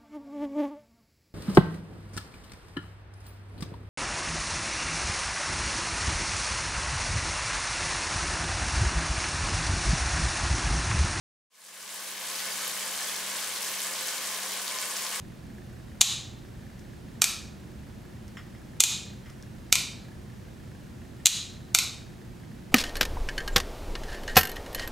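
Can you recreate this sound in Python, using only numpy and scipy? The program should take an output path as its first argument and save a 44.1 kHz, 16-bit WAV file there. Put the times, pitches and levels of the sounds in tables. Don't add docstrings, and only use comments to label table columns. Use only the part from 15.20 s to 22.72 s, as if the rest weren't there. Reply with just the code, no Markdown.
import sys
import numpy as np
from scipy import signal
from scipy.fft import rfft, irfft, next_fast_len
from scipy.io import wavfile
from scipy.ndimage import uniform_filter1d, minimum_filter1d

SR = 44100
rng = np.random.default_rng(int(sys.argv[2]) if len(sys.argv) > 2 else 0)


def persist_wave(psi):
    counts = np.round(np.clip(psi, -1, 1) * 32767).astype(np.int16)
    wavfile.write(sys.argv[1], SR, np.atleast_2d(counts).T)


N = 331609

# (frequency [Hz], relative level [dB])
VENT_MID = [(12, -42.5), (20, -12), (74, 0), (123, -3), (145, -1.5), (240, -4), (268, -9.5), (355, -10.5),
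            (397, -16), (554, -19), (1210, -27), (1690, -26.5), (2800, -30.5), (7230, -36), (15800, -44.5)]
VENT_SIDE = [(12, -42), (20, -1.5), (149, -1), (355, -5.5), (1210, -19), (1690, -18.5), (1950, -23.5),
             (4020, -29), (11000, -37), (14100, -38.5), (15800, -54)]
# (frequency [Hz], rms level [dB])
HUM_TONES = [(86.5, -60), (120, -51.5), (206, -59), (360, -65.5)]
# (frequency [Hz], relative level [dB])
FAN_COLOUR = [(900, -19), (1450, -8.5), (1750, 0), (2200, -14), (3000, -19), (6000, -26)]
# (time [s], level [dB], brightness [dB/octave], plate thud [dB], spring ring [dB], blade ring [dB])
OFF_SNAPS = [(.8107, 16.5, 1.7, -18.5, -16.5, -25), (3.6040, 22.5, 2.5, -24, -11, -24),
             (6.0574, 15, 2, -35, -16.5, -20)]
ON_SNAPS = [(2.0188, 17.4, 1.2, -12.5, -11, -36), (4.5259, 18.6, -1.16, -16, -10.5, -13),
            (6.5482, 18.7, -0.38, -14, -9, -13.5)]
# (time [s], level [dB])
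OFF_LEVER_STOPS = [(0.8147, 23.5), (3.6376, 17), (6.0681, 21.5)]
ON_LEVER_STOPS = [(2.0417, 12.5), (4.5545, 8.7), (6.5875, 10.5)]
# (snap rattle [ms], stop rattle [ms], lever ring [dB], stop thud change [dB])
OFF_ACTION = (0.62, 0.77, -26, -12.5)
ON_ACTION = (0.52, 2.2, -17.5, -3.5)
# (frequency [Hz], relative level [dB])
OFF_HOUSING = [(150, -21), (600, -25), (1800, -15), (2400, -9), (3300, -4), (3950, -0.5), (4700, -7.5),
               (5500, -8.5), (6700, 1), (7600, -2), (8800, -10.5), (11000, -16.5), (14500, -21),
               (16500, -50.5)]
ON_HOUSING = [(150, -58), (500, -34.5), (950, -10), (1800, -10), (2500, 7.5), (2900, -2.5), (4200, 2.5),
              (5200, 0.5), (6600, 3.5), (8100, 3), (9600, -5.5), (12000, -5.5), (14500, -10),
              (16500, -47.5)]
WALL_PLATE = [(100, 0.5), (300, -7.5), (520, -13), (700, 4), (940, 1.5), (1200, 7.5), (1500, 9),
              (2000, -0.5), (3000, -10.5), (8000, -50.5)]
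# (frequency [Hz], T60 [s])
PART_RINGS = [(2470, 0.046), (4090, 0.083), (6650, .012)]
# (frequency [Hz], T60 [s])
TAIL_T60 = [(200, 0.67), (800, 0.55), (2000, 0.51), (4000, 0.52), (7000, 0.45), (10000, 0.38),
            (15000, 0.23)]
# (frequency [Hz], relative level [dB])
TAIL_COLOUR = [(200, -14.5), (800, 1.5), (2000, 1), (4000, 4), (7000, -1.5), (10000, 1), (15000, 4)]
# (frequency [Hz], side gain [dB])
SIDE_GAIN = [(200, -14), (600, -15), (1400, -35), (2400, -57.5), (4400, -15), (8000, -12), (15000, -12)]
# (time [s], level [dB], rattle [ms])
TINY_TICKS = [(1.593, -32, 4.6), (3.080, -31.5, 2.5), (4.100, -30, 5), (4.2259, -27.5, 1.2)]
SOFT_TAPS = [(3.170, -15, 15), (3.190, -20, 26), (3.348, -28.5, 19), (4.058, -23, 35), (4.094, -26.5, 9.2)]
# (frequency [Hz], relative level [dB])
TICK_SPECTRUM = [(1000, -18), (4500, -10), (5300, 0), (6600, -5), (8000, -11), (9500, -11), (11000, -18),
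                 (16000, -21)]
TAP_SPECTRUM = [(300, -6), (800, -18), (1220, 3), (1500, -6), (1950, 4.5), (2600, -9.5), (3300, -3.5),
                (4400, -33.5), (5250, -5), (6000, -26), (7000, -17), (10000, -33.5), (16000, -30)]


def amp(db):
    return 10 ** (np.asarray(db) / 20)


def unit_rms(x):
    return x / np.sqrt(np.mean(x ** 2) + 1e-20)


def unit_energy(x):
    return x / (np.linalg.norm(x) + 1e-12)


def curve_at(points, hz):
    point_hz, values = np.transpose(points)
    return np.interp(np.log(hz + 1), np.log(point_hz + 1), values)


def add(mix, start_s, sound):
    part = mix[round(start_s * SR):][:len(sound)]
    part += sound[:len(part)]


def shaped(x, points):
    size = next_fast_len(N)
    gain = amp(curve_at(points, np.fft.rfftfreq(size, 1 / SR)))
    return irfft(rfft(x, size) * gain, size)[:N]


def coloured(x, points, size=4096):
    log_gain = np.log(amp(curve_at(points, abs(np.fft.fftfreq(size, 1 / SR)))))
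    minimum_phase = np.exp(np.conj(signal.hilbert(log_gain)))
    return signal.fftconvolve(x, np.fft.ifft(minimum_phase).real[:size // 2])


def noise(points):
    return unit_rms(shaped(rng.standard_normal(N), points))


def ventilation(mains_hz=60, shaft_hz=26.7, jolt_s=0.0068, hum_waver_rad=0.26, shaft_waver_rad=0.58):
    t = np.arange(N) / SR
    drift = [(1, 0), (3, -6), (10, -40), (40, -120)]  # (frequency [Hz], relative level [dB])
    hum = sum(amp(db) * np.sqrt(2) * np.sin(2 * np.pi * hz * t + hum_waver_rad * noise(drift))
              for hz, db in HUM_TONES)
    jolts = np.exp(-(t % (1 / mains_hz)) / jolt_s)
    contact = np.maximum(np.sin(2 * np.pi * shaft_hz * t + shaft_waver_rad * noise(drift)), 0)
    fan = amp(-66) * unit_rms(shaped(rng.standard_normal(N) * jolts * contact, FAN_COLOUR))
    return np.array([amp(-45) * noise(VENT_MID) + hum + fan, amp(-53) * noise(VENT_SIDE)])


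def flicks(snaps, stops, action, rebounds, gap_s=0.0014, rebound_db=-2.5):
    snap_ms, stop_ms, lever_db, stop_thud_db = action
    impacts = []
    for (snap_s, db, tilt, thud_db, spring_db, blade_db), (stop_s, stop_db) in zip(snaps, stops):
        for k in range(rebounds + 1):
            impacts.append((snap_s + k * gap_s, db + k * rebound_db, snap_ms, tilt, thud_db,
                            spring_db, blade_db, lever_db))
        impacts.append((stop_s, stop_db, stop_ms, tilt - 1, thud_db + stop_thud_db,
                        spring_db - 2.5, blade_db, lever_db))
    return impacts


def rattle(decay_ms, size=4096):
    fade = np.exp(-np.arange(size) / SR * 1000 / decay_ms)
    burst = rng.standard_normal(size) * fade
    for _ in range(2):
        whitened = irfft(np.exp(1j * np.angle(rfft(burst))))
        burst = whitened * fade ** 0.25
    return unit_energy(burst)


def switch(impacts, housing, slide_db=-20, slide_s=0.006):
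    out = np.zeros(N)
    t = np.arange(SR // 6) / SR
    rings = [amp(-60 * t / t60) * np.sin(2 * np.pi * hz * t) for hz, t60 in PART_RINGS]
    for hit_s, db, rattle_ms, tilt, thud_db, *ring_dbs in impacts:
        force = rattle(rattle_ms)
        tilted_housing = [(hz, level + tilt * np.log2(hz)) for hz, level in housing]
        add(out, hit_s, amp(db) * unit_energy(coloured(force, tilted_housing)))
        add(out, hit_s, amp(db + thud_db) * unit_energy(coloured(force, WALL_PLATE)))
        for ring, ring_db in zip(rings, ring_dbs):
            add(out, hit_s, amp(db + ring_db) * unit_energy(signal.fftconvolve(force, ring)))
        slide = rng.standard_normal(len(t)) * (t < slide_s) * t ** 2
        add(out, hit_s - slide_s, amp(db + slide_db) * unit_energy(coloured(slide, housing)))
    return out


def room_tail():
    hz, t, bands = signal.stft(rng.standard_normal(SR), SR, nperseg=256)
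    decay = amp(-60 * t / curve_at(TAIL_T60, hz)[:, None])
    tail = signal.istft(bands * decay, SR, nperseg=256)[1][:SR]
    return unit_energy(coloured(tail, TAIL_COLOUR)[:SR])


def room(beams, near_db=-6.5, near_t60_s=0.07, near_gap_s=0.00063, tail_db=-10, tail_rise_s=0.0081):
    t = np.arange(SR) / SR
    near_envelope = amp(-60 * t / near_t60_s) * (t > near_gap_s)
    tail_rise = np.minimum(t / tail_rise_s, 1)
    direct = beams[0]
    mid, side = np.zeros((2, N))
    for beam in beams:
        for channel in (mid, side):
            near = unit_energy(rng.standard_normal(SR) * near_envelope)
            response = amp(near_db) * near + amp(tail_db) * room_tail() * tail_rise
            add(channel, 0, signal.oaconvolve(beam, response) / np.sqrt(len(beams)))
    turned = -signal.hilbert(direct, next_fast_len(N)).imag[:N]
    return np.array([direct + mid, shaped(side + amp(-2) * turned, SIDE_GAIN)])


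def touches(hits, colour):
    out = np.zeros(N)
    for hit_s, db, rattle_ms in hits:
        add(out, hit_s, amp(db) * unit_energy(coloured(rattle(rattle_ms), colour)))
    return out


def stereo(mid_side, balance_db=0):
    mid, side = mid_side
    return np.array([(mid + side) * amp(balance_db / 2), (mid - side) * amp(-balance_db / 2)])


def scene():
    faint = touches(SOFT_TAPS, TAP_SPECTRUM) + touches(TINY_TICKS, TICK_SPECTRUM)
    off = flicks(OFF_SNAPS, OFF_LEVER_STOPS, OFF_ACTION, rebounds=2)
    on = flicks(ON_SNAPS, ON_LEVER_STOPS, ON_ACTION, rebounds=1)
    beams = [switch(off, OFF_HOUSING) + switch(on, ON_HOUSING) + faint for _ in range(2)]
    return stereo(room(beams)) + stereo(ventilation(), balance_db=-1.3)


def record(dry, ceiling_db=1.5, release_db_per_s=115, ahead_samples=90, cutoff_hz=15950):
    over_db = np.maximum(20 * np.log10(abs(dry).max(0) + 1e-9) - ceiling_db, 0)
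    release_db = np.arange(N) / SR * release_db_per_s
    cut_db = np.maximum.accumulate(over_db + release_db) - release_db
    held_gain_db = minimum_filter1d(-cut_db, 2 * ahead_samples)
    limited = dry * amp(uniform_filter1d(held_gain_db, ahead_samples))
    rounded = limited / (1 + limited ** 6) ** (1 / 6)
    lowpass = signal.firwin(255, cutoff_hz, window=("kaiser", 9), fs=SR)
    return signal.oaconvolve(rounded, lowpass[None], "same", axes=1)


dry = scene()
out = record(dry)
persist_wave(out)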